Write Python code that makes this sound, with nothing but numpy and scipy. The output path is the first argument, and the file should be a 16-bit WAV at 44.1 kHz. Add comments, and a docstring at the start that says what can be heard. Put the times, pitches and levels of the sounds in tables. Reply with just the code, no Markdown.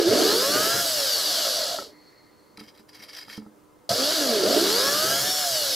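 """At a wooden bench, a corded hand drill bores a plastic box in two bursts, close to the microphones. Gear
teeth and armature slots whine through the housing as the rotor speeds up and coasts: sines locked to its turns,
over resonant noise. The loaded bit shakes the bench as low noise. Between the bursts the bit scrapes over the
box (grainy noise swells) and the drill is set down (ringing wood modes). Jolts, a faint two-band hiss that
swells near 2 s, and room noise with mains hum complete it."""
import sys
import numpy as np
from scipy import signal
from scipy.fft import rfft, irfft, next_fast_len
from scipy.io import wavfile
from scipy.ndimage import uniform_filter1d, map_coordinates

SR = 44100
rng = np.random.default_rng(int(sys.argv[2]) if len(sys.argv) > 2 else 0)


def transcribe(u):
    """Save the signal u as a 16-bit wav file named by the first command-line argument.

    u: samples, shape (n,) or (channels, n), limited to [-1, 1]; the rate is SR.
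    q: integer samples, one column per channel.
    """
    v = np.clip(np.atleast_2d(u).T, -1, 1)
    q = np.round(v * 32767).astype(np.int16)
    wavfile.write(sys.argv[1], SR, q)


N = 253575
HOP, SIZE = 256, 1024  # STFT, samples
T = np.arange(N // HOP + 5) * HOP / SR  # frame times, s
HZ = np.fft.rfftfreq(SIZE, 1 / SR)  # bin frequencies
FULL_MESH_HZ = 700  # gear mesh at full speed
PINION_TEETH = 5
# resonances of housing, box and bench: (frequency [Hz], width [Hz], lift [dB])
BODY = [(129, 8.3, 12.5), (200, 21, 7.5), (260, 27, -8.5), (300, 72, -2.5), (344, 6.7, -6), (459, 45, 8.5),
        (578.3, 21.3, 16.5), (695, 8.9, 2), (1290, 150, 4.5), (1650, 130, 6), (1940, 19, 6.5),
        (2205, 66, 9.5), (2885, 15.5, 5), (3382, 33, 9), (7030, 27, 1.5), (7770, 280, 4)]


def amp(db):
    """Decibels to gain."""
    return 10 ** (np.asarray(db) / 20)


def evened(x):
    """Scales to rms 1."""
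    return x / np.sqrt(np.mean(x ** 2) + 1e-20)


def read(points, hz):
    """Reads a spectrum table on a log frequency axis."""
    f, value = np.transpose(points)
    return np.interp(np.log(hz + 1), np.log(f + 1), value)


def colour(spectrum, modes):
    """Power per bin, sum 1: a broad spectrum lifted at each resonance."""
    lift_db = sum(db / (1 + (2 * (HZ - hz) / width) ** 2) for hz, width, db in modes)
    power = amp(read(spectrum, HZ) + lift_db) ** 2
    return (power / power.sum())[:, None]


def curve(tables, t):
    """The tables of one control, joined over time."""
    s, value = np.vstack(tables).T
    return np.interp(t, s, value)


def wander(count, frames):
    """Smoothed random drift of rms 1, one row a source."""
    drift = rng.standard_normal((len(T), count))
    return evened(uniform_filter1d(drift, max(round(frames), 1), 0)).T


def noise(power, patchy_db, wide=1):
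    """Stereo noise from a bins x frames power field with drifting patches."""
    # (frequency [Hz], left-right likeness [0-1])
    likeness = [(60, 0.9), (100, 0.89), (180, 0.72), (310, 0.72), (550, 0.89), (950, 0.58), (1650, 0.89),
                (2860, 0.93), (4970, 0.96), (8640, 0.82), (15000, 0.66)]
    a, b, c, d, patches = rng.standard_normal((len(T), len(HZ), 5)).T
    patches = evened(uniform_filter1d(uniform_filter1d(patches, 10, 0), 8, 1))
    same = read(likeness, HZ)[:, None] ** wide
    left, other = a + 1j * b, c + 1j * d
    pair = np.array([left, same * left + np.sqrt(1 - same ** 2) * other])
    pair = pair * np.sqrt(power) * amp(patchy_db * patches)
    sound = signal.istft(pair, nperseg=SIZE, noverlap=SIZE - HOP)[1][:, :N]
    return sound * np.sqrt(3 / 2)  # overlap of independent frames loses power


def drill_controls():
    """Gear mesh frequency, bit load and motor current per frame."""
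    # rotor speed, one table a burst: (time [s], gear mesh [Hz])
    speed = [
        [(0.0, 178.3), (0.058, 160.3), (0.112, 209.5), (0.28, 394), (0.48, 565.2), (0.69, 669.5),
         (0.788, 704.5), (0.88, 657), (1.29, 369.8), (1.62, 199.6), (1.94, 64.7)],
        [(3.892, 203.4), (4.03, 270.8), (4.144, 335.5), (4.29, 245), (4.42, 181.5), (4.46, 187.8),
         (4.54, 275.1), (4.662, 383), (4.848, 543.9), (5.076, 649.6), (5.304, 743), (5.408, 743),
         (5.682, 541.6), (5.75, 507)],
    ]
    # how hard the bit bites, one table a burst: (time [s], load [0-1])
    bite = [
        [(0.0, 0.67), (0.13, 1), (0.33, 0.81), (0.56, 0.73), (0.78, 0.7), (0.9, 0.31), (1.4, 0.16), (1.94, 0)],
        [(3.892, 0.22), (4.02, 0.74), (4.15, 0.51), (4.22, 0.64), (4.5, 0.94), (4.75, 0.7), (5.23, 0.59),
         (5.29, 0.45), (5.75, 0.01)],
    ]
    # current flows: (from [s], to [s])
    trigger = [(.06, .82), (3.89, 3.93), (4.44, 5.3)]
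    mesh_hz = uniform_filter1d(curve(speed, T), size=7)  # the rotor's mass rounds the turns
    current = uniform_filter1d(sum((T > a) & (T < b) for a, b in trigger) * 1., 5)
    return mesh_hz, curve(bite, T), current


def drill_field(mesh_hz, load, current, octaves):
    """Power of whirr, gearbox drone and shaken bench, all shaped by the body resonances."""
    # spectra: (frequency [Hz], relative level per Hz [dB])
    whirr = [(1290, -69), (2200, -42), (2490, -31), (2850, -10.5), (3390, -6), (3740, -4), (4610, -0.5),
             (6160, -3), (8510, -9.5), (12100, -4), (14100, -13.5), (15200, -11.5), (16000, -26)]
    drone = [(24, -77), (40, -26), (123, -23.5), (162, -29), (187, -8), (246, -16), (298, -1.5), (379, -25),
             (584, -1.5), (707, -3.5), (798, -7), (932, -8.5), (1490, -6.5), (2210, -14.5), (2500, -13),
             (3250, -12), (5500, -120)]
    bench = [(35, -56), (60, -44), (124, -42.5), (161, -50), (189, -13), (220, -21), (286, 6.5), (343, 2.5),
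             (422, 2.5), (493, -16.5), (520, -18.5), (680, -34), (1140, -120)]
    # (gear mesh [Hz], whirr level [dB] without current at full-speed tilt)
    whirr_by_speed = [(65, -70), (100, -46.5), (145, -33), (190, -29), (290, -26.5), (450, -27),
                      (740, -27.5)]
    whirr_db = read(whirr_by_speed, mesh_hz) + 1 * current
    bin_hz = HZ[:, None]
    tilt_db = 2.0 * np.log2(np.maximum(bin_hz, 1) / 5000) * octaves.clip(-2.1)  # fast air is brighter
    rattle_db = -4.9 * octaves.clip(-1.1) / (1 + ((bin_hz - 4600) / 600) ** 2)  # slow teeth, housing
    growl_db = -3 * octaves.clip(-1.5) / (1 + ((bin_hz - 640) / 90) ** 4)  # slow gearbox
    drone_db = whirr_db + growl_db - 11 + 5.5 * load
    bench_db = -63.5 + 38.5 * load
    field = colour(whirr, BODY) * amp(whirr_db + tilt_db + rattle_db + 0.17 * wander(1, 4)) ** 2
    field += colour(drone, BODY) * amp(drone_db + 1.0 * wander(1, 5)) ** 2
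    return field + colour(bench, BODY) * amp(bench_db + 4.2 * wander(1, 5)) ** 2


def tooth_heights(mesh_hz, load, octaves):
    """Tooth tone and its octave: loaded teeth mesh hard, free teeth lose their tone when slow."""
    # as the housing sounds them: (tone [Hz], amplitude [dB]), free before the slow-speed loss
    teeth_hard = [(170, -58), (230, -34), (290, -30.5), (340, -27), (420, -25), (520, -29.5), (640, -30),
                  (750, -38), (1000, -39.5), (1330, -27.5), (1500, -44)]
    teeth_free = [(170, -67), (330, -53.5), (430, -46), (540, -32), (690, -31), (760, -36.5), (800, -60),
                  (1500, -64)]
    hard = np.clip((load - .3) / (.65 - .3), 0, 1)
    heights = {}
    for k in (1, 2):
        free_db = read(teeth_free, k * mesh_hz) + 4 * octaves
        heights[PINION_TEETH * k] = amp(hard * read(teeth_hard, k * mesh_hz) + (1 - hard) * free_db)
    return heights


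def order_heights(field, mesh_hz, current, octaves):
    """Rotor orders stand over the noise around them as the housing radiates them."""
    # unbalance, sidebands of the pinion teeth and multiples of the twelve slots:
    # (rotor order [per turn], level over noise before radiation [dB], extra under current [dB])
    orders = [(1, 6, 1), (4, 4, 2), (6, 1, 1), (11, 3, 3), (12, 5, 9), (13, 8, 4), (15, 11, 2), (16, 9, 3),
              (20, 9, 0), (22, 9, 0), (23, 9, 0), (24, 12, 0), (25, 8, 0), (29, 8, 0), (30, 8, 0),
              (34, 6, 0), (36, 11, 0), (37, 10, 0), (38, 9, 0), (42, 10, 0), (47, 9, 0), (48, 13, 0),
              (49, 13, 0), (50, 10, 0), (60, 7, 0), (61, 10, 0), (62, 8, 0)]
    # how well the housing radiates a tone: (frequency [Hz], gain [dB])
    radiation = [(60, -6), (130, 0), (300, -2), (520, 2), (700, 2), (790, -10), (1300, -2), (1750, 0),
                 (1900, -9), (2900, 0), (3600, 1), (5500, 2), (5800, -9), (8000, -2)]
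    heights = {}
    for order, db, driven_db in orders:
        hz = order * mesh_hz / PINION_TEETH
        around = np.sqrt(map_coordinates(field, [hz / HZ[1], np.arange(len(T))], order=1))
        clear_db = 4 * octaves * np.clip(hz / 800 - 1, 0, 1)  # slow: upper tones sink into noise
        heights[order] = around * amp(db + driven_db * current + read(radiation, hz) + clear_db)
    return heights


def rotor_tones(heights, turns, octaves):
    """Sines locked to the rotor's turns, fluttering in level and left-right balance."""
    t, count, out = np.arange(N) / SR, len(heights), np.zeros((2, N))
    flutter_db, pan_db, start = 3.2 * wander(count, 8), 1.0 * wander(count, 20), rng.random(count)
    flutter_db[:2] *= .35 - .6 * octaves.clip(-1.5, 0)  # tooth tones steady at speed, fitful when slow
    for k, (order, height) in enumerate(heights.items()):
        tone = np.sin(2 * np.pi * (order * turns + start[k]))
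        out[0] += np.interp(t, T, height * amp(flutter_db[k] + pan_db[k])) * tone
        out[1] += np.interp(t, T, height * amp(flutter_db[k] - pan_db[k])) * tone
    return out


def magnetic_hum(current, octaves):
    """Magnetic hum under current; a slow rotor draws most."""
    # (frequency [Hz], amplitude at full speed before drift [dB])
    buzz = [(100, -58), (200, -46.5)]
    t = np.arange(N) / SR
    draw = current * amp(-4.0 * octaves + 2.5 * wander(1, 8)[0])
    return np.interp(t, T, draw) * sum(amp(db) * np.sin(2 * np.pi * hz * t) for hz, db in buzz)


def drill():
    """Rotor orders and rough noise share one body; current adds hum and slot whine."""
    # drill sounds: (from [s], to [s])
    bursts = [(0, 1.94), (3.892, 5.75)]
    t = np.arange(N) / SR
    mesh_hz, load, current = drill_controls()
    octaves = np.log2(mesh_hz / FULL_MESH_HZ)  # negative when slow
    field = drill_field(mesh_hz, load, current, octaves)
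    jittered_hz = mesh_hz * (1 + .003 * wander(1, 2)[0])
    turns = np.cumsum(np.interp(t, T, jittered_hz)) / SR / PINION_TEETH
    # the rotor runs a little out of true
    wobble = 1 + 0.062 * np.cos(2 * np.pi * turns) + 0.077 * np.cos(4 * np.pi * turns)
    heights = tooth_heights(mesh_hz, load, octaves)
    heights.update(order_heights(field, mesh_hz, current, octaves))
    out = noise(field, patchy_db=0.88) * wobble
    out += rotor_tones(heights, turns, octaves) + magnetic_hum(current, octaves)
    return out * uniform_filter1d(sum((t >= a) & (t <= b) for a, b in bursts) * 1., 100)


def scrape():
    """Each slip or catch is a swell of grainy friction ringing in bit and chuck."""
    # the bit slips over the box: (peak time [s], level [dB], fall [s])
    slips = [(2.6, -42.5, 0.013), (2.639, -51, 0.024), (2.685, -51, .019), (2.752, -54.5, 0.015),
             (2.797, -51.5, 0.014), (2.893, -48.5, 0.0098), (2.952, -46.5, 0.026), (3.001, -47, 0.017),
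             (3.028, -43.5, 0.017), (3.039, -43, 0.017), (3.096, -44, 0.021), (3.136, -43, 0.019),
             (3.15, -40.5, .009), (3.171, -39, 0.016), (3.187, -39, 0.0093), (3.211, -45, 0.037),
             (3.3, -41.5, 0.03), (3.335, -41.5, 0.032), (3.372, -44.5, .013)]
    # the tip catches on an edge with a sudden start: (peak time [s], level [dB], fall [s])
    catches = [(2.574, -42.5, .005), (2.776, -53, .013), (2.932, -52, 0.0083), (3.088, -50, 0.013),
               (3.283, -49, .009)]
    # (frequency [Hz], relative level per Hz [dB])
    friction = [(350, -38), (600, -14), (1010, -15), (2180, -9.5), (2570, -14), (4280, -19), (4910, -10),
                (6550, -25), (12200, -26), (16000, -35)]
    # resonances of bit and chuck: (frequency [Hz], width [Hz], lift [dB])
    bit = [(1776, 110, 9), (2200, 22, 11.5), (3190, 100, 15), (3970, 250, 11), (4830, 730, 10.5),
           (5600, 70, 12), (6040, 270, 7), (7530, 180, 10), (9740, 580, 12.5), (12100, 650, 12.5)]
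    t, power = np.arange(N) / SR, np.zeros(N)
    swells = [(s, db, fall, .5 * fall) for s, db, fall in slips]
    swells += [(s, db, fall, .001) for s, db, fall in catches]
    for s, db, fall_s, rise_s in swells:
        distance = np.where(t < s, (s - t) / rise_s, (t - s) / fall_s)
        power += amp(db) ** 2 * np.exp(-2 * distance)
    grain = amp(2.2 * evened(uniform_filter1d(rng.standard_normal(N), 30)))
    return np.sqrt(power) * grain * noise(colour(friction, bit) * np.ones(len(T)), patchy_db=2.0, wide=1.3)


def knocks():
    """Every blow rings the same bench modes, slightly detuned by where it lands."""
    # (time [s], level [dB], brightness: mode lift at 1600 Hz over 200 Hz [dB])
    blows = [(1.786, -42.5, 31), (1.822, -44, 22), (2.532, -52, -17), (2.58, -38.5, 5), (2.61, -36, -2),
             (2.796, -46, 0), (2.994, -47, -7), (3.281, -45, 13.5), (3.378, -25, -10.5), (3.42, -37.5, -8),
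             (3.463, -35.5, -2), (3.897, -28, -36)]
    # bench modes: (frequency before detuning [Hz], relative level [dB], t60 [s])
    wood = [(133, -20.5, 0.12), (214, -3.5, 0.15), (297, -6, 0.11), (429, -12, 0.14), (866, -0.5, 0.015),
            (1310, -8.5, 0.047), (1890, -29, 0.062)]
    out, t = np.zeros(N), np.arange(SR // 4) / SR
    detune = 1 + 0.012 * rng.standard_normal((len(blows), len(wood)))
    for (s, db, bright_db), shift in zip(blows, detune):
        ring = np.zeros(len(t))
        for (hz, mode_db, t60), k in zip(wood, shift):
            level_db = mode_db + bright_db * np.log2(hz / 200) / 3 - 60 * t / t60
            ring += amp(level_db) * np.sin(2 * np.pi * hz * k * t)
        out[round(s * SR):][:len(t)] += amp(db) * ring * (1 - np.exp(-t / .0012))
    return out


def jolts():
    """Each pull and release of the trigger jolts the tool and rocks the bench in low decaying modes."""
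    # (time [s], level [dB])
    switch_jolts = [(0.084, -33), (0.739, -38), (3.9, -34), (5.13, -40), (5.21, -37)]
    # (frequency [Hz], relative level [dB], t60 [s])
    modes = [(70, -12, 0.27), (98, -3.5, 0.3), (127, 8, 0.15)]
    out, t, rise_s = np.zeros(N), np.arange(SR // 4) / SR, 0.013
    for s, db in switch_jolts:
        rock = np.zeros(len(t))
        for hz, mode_db, t60 in modes:
            rock += amp(mode_db - 60 * t / t60) * np.sin(2 * np.pi * (hz * t + rng.random()))
        out[round(s * SR):][:len(t)] += amp(db) * rock * (1 - np.exp(-t / rise_s))
    return out


def two_band_hiss():
    """A faint two-band hiss, present from the start, that swells near 2 s and then fades: narrow noise bands."""
    # (frequency [Hz], width [Hz], lift [dB])
    bands = [(1980, 520, 15), (4330, 480, 19)]
    # (time [s], level [dB])
    level = [(1.85, -67), (1.95, -60.5), (2.07, -59), (2.43, -69), (2.56, -70), (2.7, -95)]
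    base = [(1000, -10), (2000, 0), (3000, -8), (5000, 0), (9000, -15)]  # (Hz, relative dB per Hz)
    return noise(colour(base, bands) * amp(curve([level], T)) ** 2, patchy_db=1.5)


def room():
    """Quiet room noise with wavering mains hum."""
    # (frequency [Hz], relative level per Hz [dB])
    air = [(15, -68), (25, -28), (59, -9.5), (263, -5), (285, -6), (394, -1.5), (545, -7), (591, -11),
           (641, -11), (1020, -8.5), (2160, -24.5), (2840, -26.5), (16000, -29)]
    # mains hum: (frequency [Hz], amplitude before a common 3.5 dB lift [dB])
    mains = [(301.5, -65), (398.4, -84), (500.6, -71.5), (597.5, -72.5), (899.0, -83), (1001, -76.5),
             (1200, -80), (1297, -79), (2099, -81.5)]
    t, waver, hum = np.arange(N) / SR, amp(2.5 * wander(len(mains), 20)), np.zeros(N)
    for (hz, db), w in zip(mains, waver):
        hum += amp(db + 3.5) * np.interp(t, T, w) * np.sin(2 * np.pi * (hz * t + rng.random()))
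    power = colour(air, []) * amp(-57.5 + .4 * wander(1, 12)) ** 2
    return hum + noise(power, patchy_db=.8, wide=5)


def scene():
    """All sources on the bench, and the room."""
    return drill() + scrape() + knocks() + jolts() + two_band_hiss() + room()


def record(dry):
    """The microphone pair leans with frequency; then the band limit."""
    # (frequency [Hz], left minus right [dB])
    balance = [(60, -3), (180, -3.5), (550, -2), (1650, 0.0), (4970, 0.5), (15000, -1)]
    edge_hz = 15750
    size = next_fast_len(N + SR // 10)
    lean = amp(read(balance, np.fft.rfftfreq(size, 1 / SR)) / 2)
    pair = irfft(rfft(dry, size) * [lean, 1 / lean], size)[:, :N]
    low_pass = signal.firwin(511, edge_hz, window=("kaiser", 9), fs=SR)
    return signal.oaconvolve(pair, low_pass[None], "same")


dry = scene()
out = record(dry)
transcribe(out)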